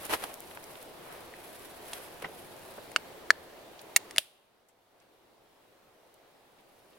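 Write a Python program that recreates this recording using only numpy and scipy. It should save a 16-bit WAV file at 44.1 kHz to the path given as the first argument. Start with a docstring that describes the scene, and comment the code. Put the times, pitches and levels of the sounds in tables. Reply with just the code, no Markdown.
"""Opening a beer can in an autumn wood.

A man shifts his foot in dry leaves, then prises at the tab, which slips and snaps on the ringing lid.
The lid cracks open with a spit of gas that echoes among the trees.
The crack drives a limiter far down, and the hush of the wood creeps back."""
import sys
import numpy as np
from scipy import signal
from scipy.fft import rfft, irfft
from scipy.io import wavfile
from scipy.ndimage import uniform_filter1d, minimum_filter1d

SR = 44100
rng = np.random.default_rng(int(sys.argv[2]) if len(sys.argv) > 2 else 0)


def generate_wav(signal):
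    """Clip the signal to [-1, 1] and save it as 16-bit WAV at the path in sys.argv[1]."""
    frames = np.transpose(np.atleast_2d(signal))
    scaled = np.clip(frames, -1, 1) * 32767
    pcm = np.round(scaled).astype(np.int16)
    wavfile.write(sys.argv[1], SR, pcm)


N = 307850
TIME = np.arange(N) / SR


def tab(wall_db=8.0, wall_t60_s=0.021, wall_low_hz=1400, spread_s=0.00054, jolt_db=10, jolt_s=0.00004):
    """Each snap is a jolt that flexes the lid, rings its modes and shakes the can's wall."""
    # Each row: start in seconds, level in dB, flexing mode in Hz, its relative dB, its t60 in seconds,
    # upper flexing mode in Hz, its relative dB, low-pass in Hz, ring time factor, place on the lid 0-1.
    snaps = [(1.9328, -38, 3300, 11, 0.013, 11000, 3, 12000, 1.2, .30),
             (2.9163, -53.5, 2200, 15, .006, 9600, 15, 14000, 1.4, .5),
             (2.9613, -20.5, 1472, 14.5, 0.009, 2850, 6.5, 5900, 0.85, .45),
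             (3.3046, -16, 1720, 20.5, .0095, 4280, 1, 7200, 0.7, .21),
             (3.9611, -22, 4400, 0, .004, 7750, 5, 16980, 0.3, .4),
             (3.9626, -15, 1955, 6, .009, 7100, 7, 21040, 1.2, .53),
             (4.1090, -42.5, 1930, 7, .010, 9700, 0, 11030, 0.86, .7),
             (4.1614, -35.5, 2100, 10, .008, 10000, 6.5, 10000, 0.73, .45),
             (4.171, -39.5, 1700, 10.5, .007, 5012, 5, 10000, 0.63, .6),
             (4.1810, -22, 3300, 6, .006, 9900, 0, 12000, .7, .35),
             (4.1824, -2.5, 3340, 18.5, 0.0028, 10030, 6, 13900, 0.42, .28)]
    # Each row: frequency in Hz, relative level in dB, base t60 in seconds.
    lid_modes = [(667, -4.5, .016), (1250, -4, 0.0059), (1560, -6.5, 0.0053), (1850, -3.5, 0.024),
                 (2220, -3.5, 0.025), (2770, 0, .016), (3400, -3, 0.018), (3830, -0.5, 0.0076),
                 (4320, -2.5, 0.014), (5240, -0.5, 0.012), (5970, -1.5, 0.0062), (6300, -5.5, .014),
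                 (7060, 0.5, 0.0091), (8240, -5, 0.011), (8490, -1, .02), (9330, -0.5, 0.012),
                 (9950, 0.5, 0.016), (11300, -3, .016), (11840, -4.5, 0.0095), (13250, -6.5, .014),
                 (14000, -8.5, .014), (13600, -2, .016)]
    out, t = np.zeros((2, N)), np.arange(SR // 12) / SR
    u = (t - spread_s / 2) / jolt_s
    jolt = gain_of(jolt_db) * u * np.exp(-u ** 2 / 2)
    crossing_s = spread_s * np.array([[1], [1.056]])  # the bend crosses the lid, aslant from the right
    wall_onset = 1 - np.exp(-(t / 0.001) ** 2)  # the wall answers later
    for start_s, db, flex_hz, flex_db, flex_t60_s, upper_hz, upper_db, bright_hz, ring, place in snaps:
        flex = mode(t, flex_hz, flex_db, flex_t60_s) + mode(t, upper_hz, upper_db, flex_t60_s)
        lid = np.zeros((2, len(t)))
        for k, (hz, mode_db, t60_s) in enumerate(lid_modes):
            age_s = np.maximum(t - crossing_s * k / len(lid_modes), 0)
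            share = 1 + 0.5 * np.cos(np.pi * k * place)  # each place favours other modes
            lid += (-1) ** k * share * mode(age_s, hz, mode_db, t60_s * ring, rise_s=0.00005)
        wall_decay = gain_of(wall_db - 60 * t / (wall_t60_s * ring))
        wall = rng.standard_normal((2, len(t))) * wall_onset * wall_decay  # dense modes as noise
        snap = low_passed(jolt + lid + high_passed(wall, wall_low_hz), bright_hz) + flex
        # a smaller patch giving way is brighter and radiates less bass
        add(out, start_s, gain_of(db) * high_passed(snap, 0.054 * bright_hz, order=2))
    return out


def gas(open_s=4.182, rise_s=0.001, spit_db=-23, spit_t60_s=0.09, hiss_db=-35.5, hiss_t60_s=0.49):
    """Gas escapes through the crack: a quick spit, then a weaker hiss as the pressure runs out."""
    # Each row: frequency in Hz, relative level in dB.
    colour = [(200, -24), (1200, -8), (2300, 0), (3400, 4), (4600, -1.5), (7000, -7.5), (9700, 2.5),
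              (12000, -5), (16000, -10.5)]
    age_s = np.maximum(TIME - open_s, 0)
    onset = 1 - np.exp(-age_s / rise_s)
    flow = gain_of(spit_db - 60 * age_s / spit_t60_s) + gain_of(hiss_db - 60 * age_s / hiss_t60_s)
    return onset * flow * diffuse(grains(per_s=16000, spread_db=0.0), colour)


def knocks():
    """Hands bump the can and the air inside pops as it opens, one damped mode each."""
    # Each row: start in seconds, level in dB, frequency in Hz, t60 in seconds.
    bumps = [(.5728, -36.5, 940, 0.021), (1.339, -27.5, 1920, 0.0067), (2.2257, -33, 432, 0.018),
             (2.2408, -42.5, 160, 0.17), (2.2454, -21.5, 1990, 0.015), (2.2515, -40, 507, 0.02),
             (4.1826, -11.5, 620, 0.03), (4.183, -27, 130, 0.025)]
    out, t = np.zeros((2, N)), np.arange(SR // 4) / SR
    for start_s, db, hz, t60_s in bumps:
        add(out, start_s, mode(t, hz, db, t60_s, rise_s=0.000708)[None])
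    return out


def body_reflections(x):
    """The direct sound plus reflections off the man's hands, arm and chest."""
    # Each row: left delay in seconds, right delay in seconds, gain in dB.
    reflections = [(.00100, .00145, -17), (.00290, .00235, -14.5), (.0047, .0055, -23)]
    out = x.copy()
    for left_s, right_s, db in reflections:
        add(out, left_s, gain_of(db) * x * [[1], [0]])
        add(out, right_s, gain_of(db) * x * [[0], [1]])
    return out


def tree_echo(x, echo_db=-35, ground_db=-24, ground_s=0.0075):
    """A bounce off the leafy ground and a thin tail scattered by the trunks."""
    # Each row: frequency in Hz, relative level in dB.
    colour = [(200, -6), (700, -2), (1700, -3), (3300, 0), (6000, 0), (9500, -1.5), (15000, -5.5)]
    # Each row: frequency in Hz, t60 in seconds.
    decay_times = [(300, .7), (3300, 1), (6000, .42), (10000, 0.31), (15000, .3)]
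    taps = rng.standard_normal((2, SR)) * (rng.random((2, SR)) < 0.1)
    hz, t, spectra = signal.stft(taps, SR, nperseg=256)
    shape_db = curve_at(colour, hz)[:, None] - 60 * t / curve_at(decay_times, hz)[:, None]
    response = signal.istft(spectra * gain_of(shape_db), SR, nperseg=256)[1]
    response *= gain_of(echo_db) / np.linalg.norm(response[0])
    bounce = rng.standard_normal((2, 128)) * np.hanning(128)
    add(response, ground_s, gain_of(ground_db) * bounce / np.linalg.norm(bounce[0]))
    return signal.fftconvolve(x, response, axes=1)[:, :N]


def scuffs():
    """Shoe, clothes and fingers rub in gritty strokes."""
    # Each row: peak time in seconds, level in dB, rise and fall constants in seconds, low-pass in Hz.
    strokes = [(.050, -41, 0.03, 0.018, 19000), (.097, -36.5, 0.0018, 0.011, 19000),
               (0.111, -32.5, 0.0089, 0.015, 19000), (0.139, -23, .010, 0.01, 19000),
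               (.232, -39, .04, 0.039, 18000), (0.239, -29, 0.00053, 0.0034, 15000),
               (0.311, -47.5, 0.015, 0.011, 17000), (1.12, -46.5, 0.14, 0.18, 2270),
               (1.95, -48, 0.13, 0.15, 6000), (2.224, -36, 0.0022, 0.0057, 12000),
               (2.246, -32.5, 0.0043, 0.013, 3420), (2.784, -37, 0.0062, 0.0071, 1020),
               (4.69, -48, .004, .025, 6960), (5.02, -48.5, .015, 0.019, 6000)]
    # Each row: frequency in Hz, relative level in dB.
    colour = [(40, -12), (140, -11), (400, 0.5), (750, 0), (1500, -3.5), (3000, -6.5), (4500, -14),
              (7500, -18.5), (10500, -10), (13000, -14.5), (16000, -23.5)]
    grit = diffuse(grains(per_s=9000, spread_db=1.0), colour)
    out = np.zeros((2, N))
    for peak_s, db, rise_s, fall_s, bright_hz in strokes:
        from_peak = np.maximum((peak_s - TIME) / rise_s, (TIME - peak_s) / fall_s)
        envelope = np.exp(-np.minimum(from_peak, 20))
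        out += gain_of(db) * envelope * low_passed(grit, bright_hz)
    return out


def crackles(log_half_width=0.42):
    """Leaves and fingertips crackle in brief bursts of band noise; the soft, longer bursts near 6.6 and 6.9 s
    are the man taking a sip."""
    # Each row: start in seconds, level in dB, centre in Hz, t60 in seconds.
    clear_crackles = [(0.0523, -33, 9700, 0.018), (.1363, -22, 2500, 0.0093), (0.2387, -31, 1560, 0.0063),
                      (.3412, -27.5, 10000, 0.0056), (.4045, -30, 12200, 0.0055), (.5123, -39, 1830, 0.011),
                      (.573, -34.5, 1600, .013), (0.6407, -40.5, 5950, 0.011), (0.7545, -42, 2350, 0.02),
                      (0.8276, -38, 11000, .01), (3.7923, -44.5, 3630, 0.043), (3.815, -43, 11300, .025),
                      (4.686, -44.5, 7950, .09), (5.0006, -46, 5000, .028), (6.1415, -43, 9960, .018),
                      (6.585, -52.5, 2500, .15), (6.93, -53, 2800, .1)]
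    out, t = np.zeros((2, N)), np.arange(SR // 10) / SR
    for start_s, db, hz, t60_s in clear_crackles + faint_crackles():
        edges_hz = np.minimum(hz * np.exp([-log_half_width, log_half_width]), [SR / 3, SR / 2 - 100])
        band = signal.butter(2, edges_hz, "band", fs=SR, output="sos")
        burst = signal.sosfilt(band, rng.standard_normal((2, len(t))))
        add(out, start_s, unit_rms(burst) * gain_of(db - 60 * t / t60_s))
    return out


def faint_crackles(per_s=7, over_sleeves_db=9.5, spread_db=3, centre_hz=9000, t60_s=0.01):
    """Rows for crackles at random times, as strong as the arms are busy."""
    motion, rows = arm_motion(), []
    for when, size, pitch in rng.random((int(per_s * N / SR), 3)):
        db = 20 * np.log10(motion[int(when * N)]) + over_sleeves_db + spread_db * (2 * size - 1)
        rows.append((when * N / SR, db, centre_hz * 2 ** (pitch - 0.5), t60_s))
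    return rows


def rustle(clump_db=2.5, leaves_db=-67):
    """Fine dry grains in clumps, from moving sleeves and the ever-stirring leaves overhead."""
    # Each row: frequency in Hz, relative level in dB.
    colour = [(300, -31), (1500, 1), (3500, -2), (7000, -8.5), (9000, -1), (11200, 2.5), (13000, -3),
              (16000, -8)]
    clumps = unit_rms(uniform_filter1d(rng.standard_normal(N), size=900))
    strength = np.hypot(arm_motion(), gain_of(leaves_db))
    grit = grains(per_s=3600, spread_db=-1.0) * gain_of(clump_db * clumps)
    return strength * diffuse(grit, colour)


def arm_motion():
    """Amplitude of the sleeve rustle: one smooth swell per movement."""
    # Each row: middle in seconds, level in dB, half length in seconds.
    moves = [(0.046, -50, 0.2), (0.605, -54.5, 0.21), (1.144, -56.5, 0.11), (1.56, -53, 0.17),
             (1.954, -49.5, .1), (2.45, -57, .4), (6.8, -64, 0.27)]
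    power = sum(gain_of(2 * db) * np.exp(-np.minimum(((TIME - middle_s) / half_s) ** 2, 50))
                for middle_s, db, half_s in moves)
    return np.sqrt(power)


def hush(level_db=-49.5, patchy_db=1.0, waver_db=0.23):
    """The far, soft roar of the wood, steady but for drifting patches and a slight waver."""
    # Each row: frequency in Hz, relative spectral density in dB.
    colour = [(20, -10), (40, -14), (80, -8), (170, -6.3), (250, -4.8), (360, 0.2), (680, -.2), (1000, -5),
              (1400, -9.6), (2500, -13), (4000, -15.2), (6500, -22.8), (11000, -23.5), (15500, -23.5)]
    spectra = signal.stft(rng.standard_normal((2, N)), nperseg=1024)[2]
    patches = uniform_filter1d(rng.standard_normal(spectra.shape[1:]), size=8, axis=0)
    patches = unit_rms(uniform_filter1d(patches, size=10, axis=1))
    waver = unit_rms(uniform_filter1d(rng.standard_normal(spectra.shape[2]), size=40))
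    air = signal.istft(spectra * gain_of(patchy_db * patches + waver_db * waver), nperseg=1024)[1]
    return gain_of(level_db) * diffuse(air[:, :N], colour)


def diffuse(pair, colour):
    """Colours two noises, at rms 1; long waves reach both sides more alike."""
    # Each row: frequency in Hz, left-right coherence 0-1.
    coherence = [(60, .78), (290, .55), (640, .6), (1400, 0.3), (3000, 0.11), (15000, 0.16)]
    hz = np.fft.rfftfreq(N, 1 / SR)
    a, b = rfft(pair)
    alike = np.clip(curve_at(coherence, hz), -1, 1)
    mid, side = a * np.sqrt(1 + alike), b * np.sqrt(1 - alike)
    return unit_rms(irfft(np.array([mid + side, mid - side]) * gain_of(curve_at(colour, hz)), N))


def grains(per_s, spread_db):
    """Two random impulse trains; spread_db boosts a few impulses, or cuts them if negative."""
    size = gain_of(spread_db * np.minimum(rng.exponential(1, (2, N)), 4))
    return rng.standard_normal((2, N)) * size * (rng.random((2, N)) < per_s / SR)


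def mode(t, hz, db, t60_s, rise_s=0.00018):
    """One damped vibration with a quick rise."""
    return gain_of(db - 60 * t / t60_s) * (1 - np.exp(-t / rise_s)) * np.sin(2 * np.pi * hz * t)


def low_passed(x, hz):
    """Second-order low-pass."""
    return signal.sosfilt(signal.butter(2, min(hz, 0.45 * SR), fs=SR, output="sos"), x)


def high_passed(x, hz, order=1):
    """Butterworth high-pass."""
    return signal.sosfilt(signal.butter(order, hz, "high", fs=SR, output="sos"), x)


def gain_of(db):
    """Decibels to amplitude."""
    return 10 ** (np.asarray(db) / 20)


def unit_rms(x):
    """Scales to rms 1."""
    return x / np.sqrt(np.mean(x ** 2) + 1e-20)


def curve_at(points, hz):
    """Interpolates (Hz, value) points on a log-frequency axis."""
    point_hz, values = np.transpose(points)
    return np.interp(np.log(hz + 1), np.log(point_hz + 1), values)


def add(mix, start_s, sound):
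    """Mixes a sound in at start_s."""
    part = mix[:, max(round(start_s * SR), 0):][:, :sound.shape[1]]
    part += sound[:, :part.shape[1]]


def scene():
    """The can and its echo over the small sounds of the man and the wood."""
    can = body_reflections(tab()) + gas()
    return can + tree_echo(can) + scuffs() + knocks() + rustle() + hush() + crackles()


def record(dry, recovery_db_per_s=1.0, hold_s=0.53, sink_share=0.52, sink_s=0.33, edge_hz=16200):
    """A look-ahead limiter drops at once, sinks further as it holds, recovers slowly; then a low-pass."""
    over_db = np.maximum(20 * np.log10(abs(dry).max(0) + 1e-9) + 0.3, 0)  # threshold -0.3 dB
    half_hold = int(hold_s * SR / 2)
    held_db = -minimum_filter1d(-over_db, 2 * half_hold + 1, origin=half_hold, mode="constant")
    recovery_db = recovery_db_per_s * TIME
    duck_db = np.maximum.accumulate(held_db + recovery_db) - recovery_db
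    duck_db = uniform_filter1d(-minimum_filter1d(-duck_db, size=81), size=61)  # smooth look-ahead
    step = 1 / (sink_s * SR)
    duck_db += sink_share * signal.lfilter([step], [1, step - 1], held_db)
    low_pass = signal.firwin(255, edge_hz, window=("kaiser", 9), fs=SR)
    return signal.oaconvolve(dry * gain_of(-duck_db), low_pass[None], "same")


dry = scene()
out = record(dry)
generate_wav(out)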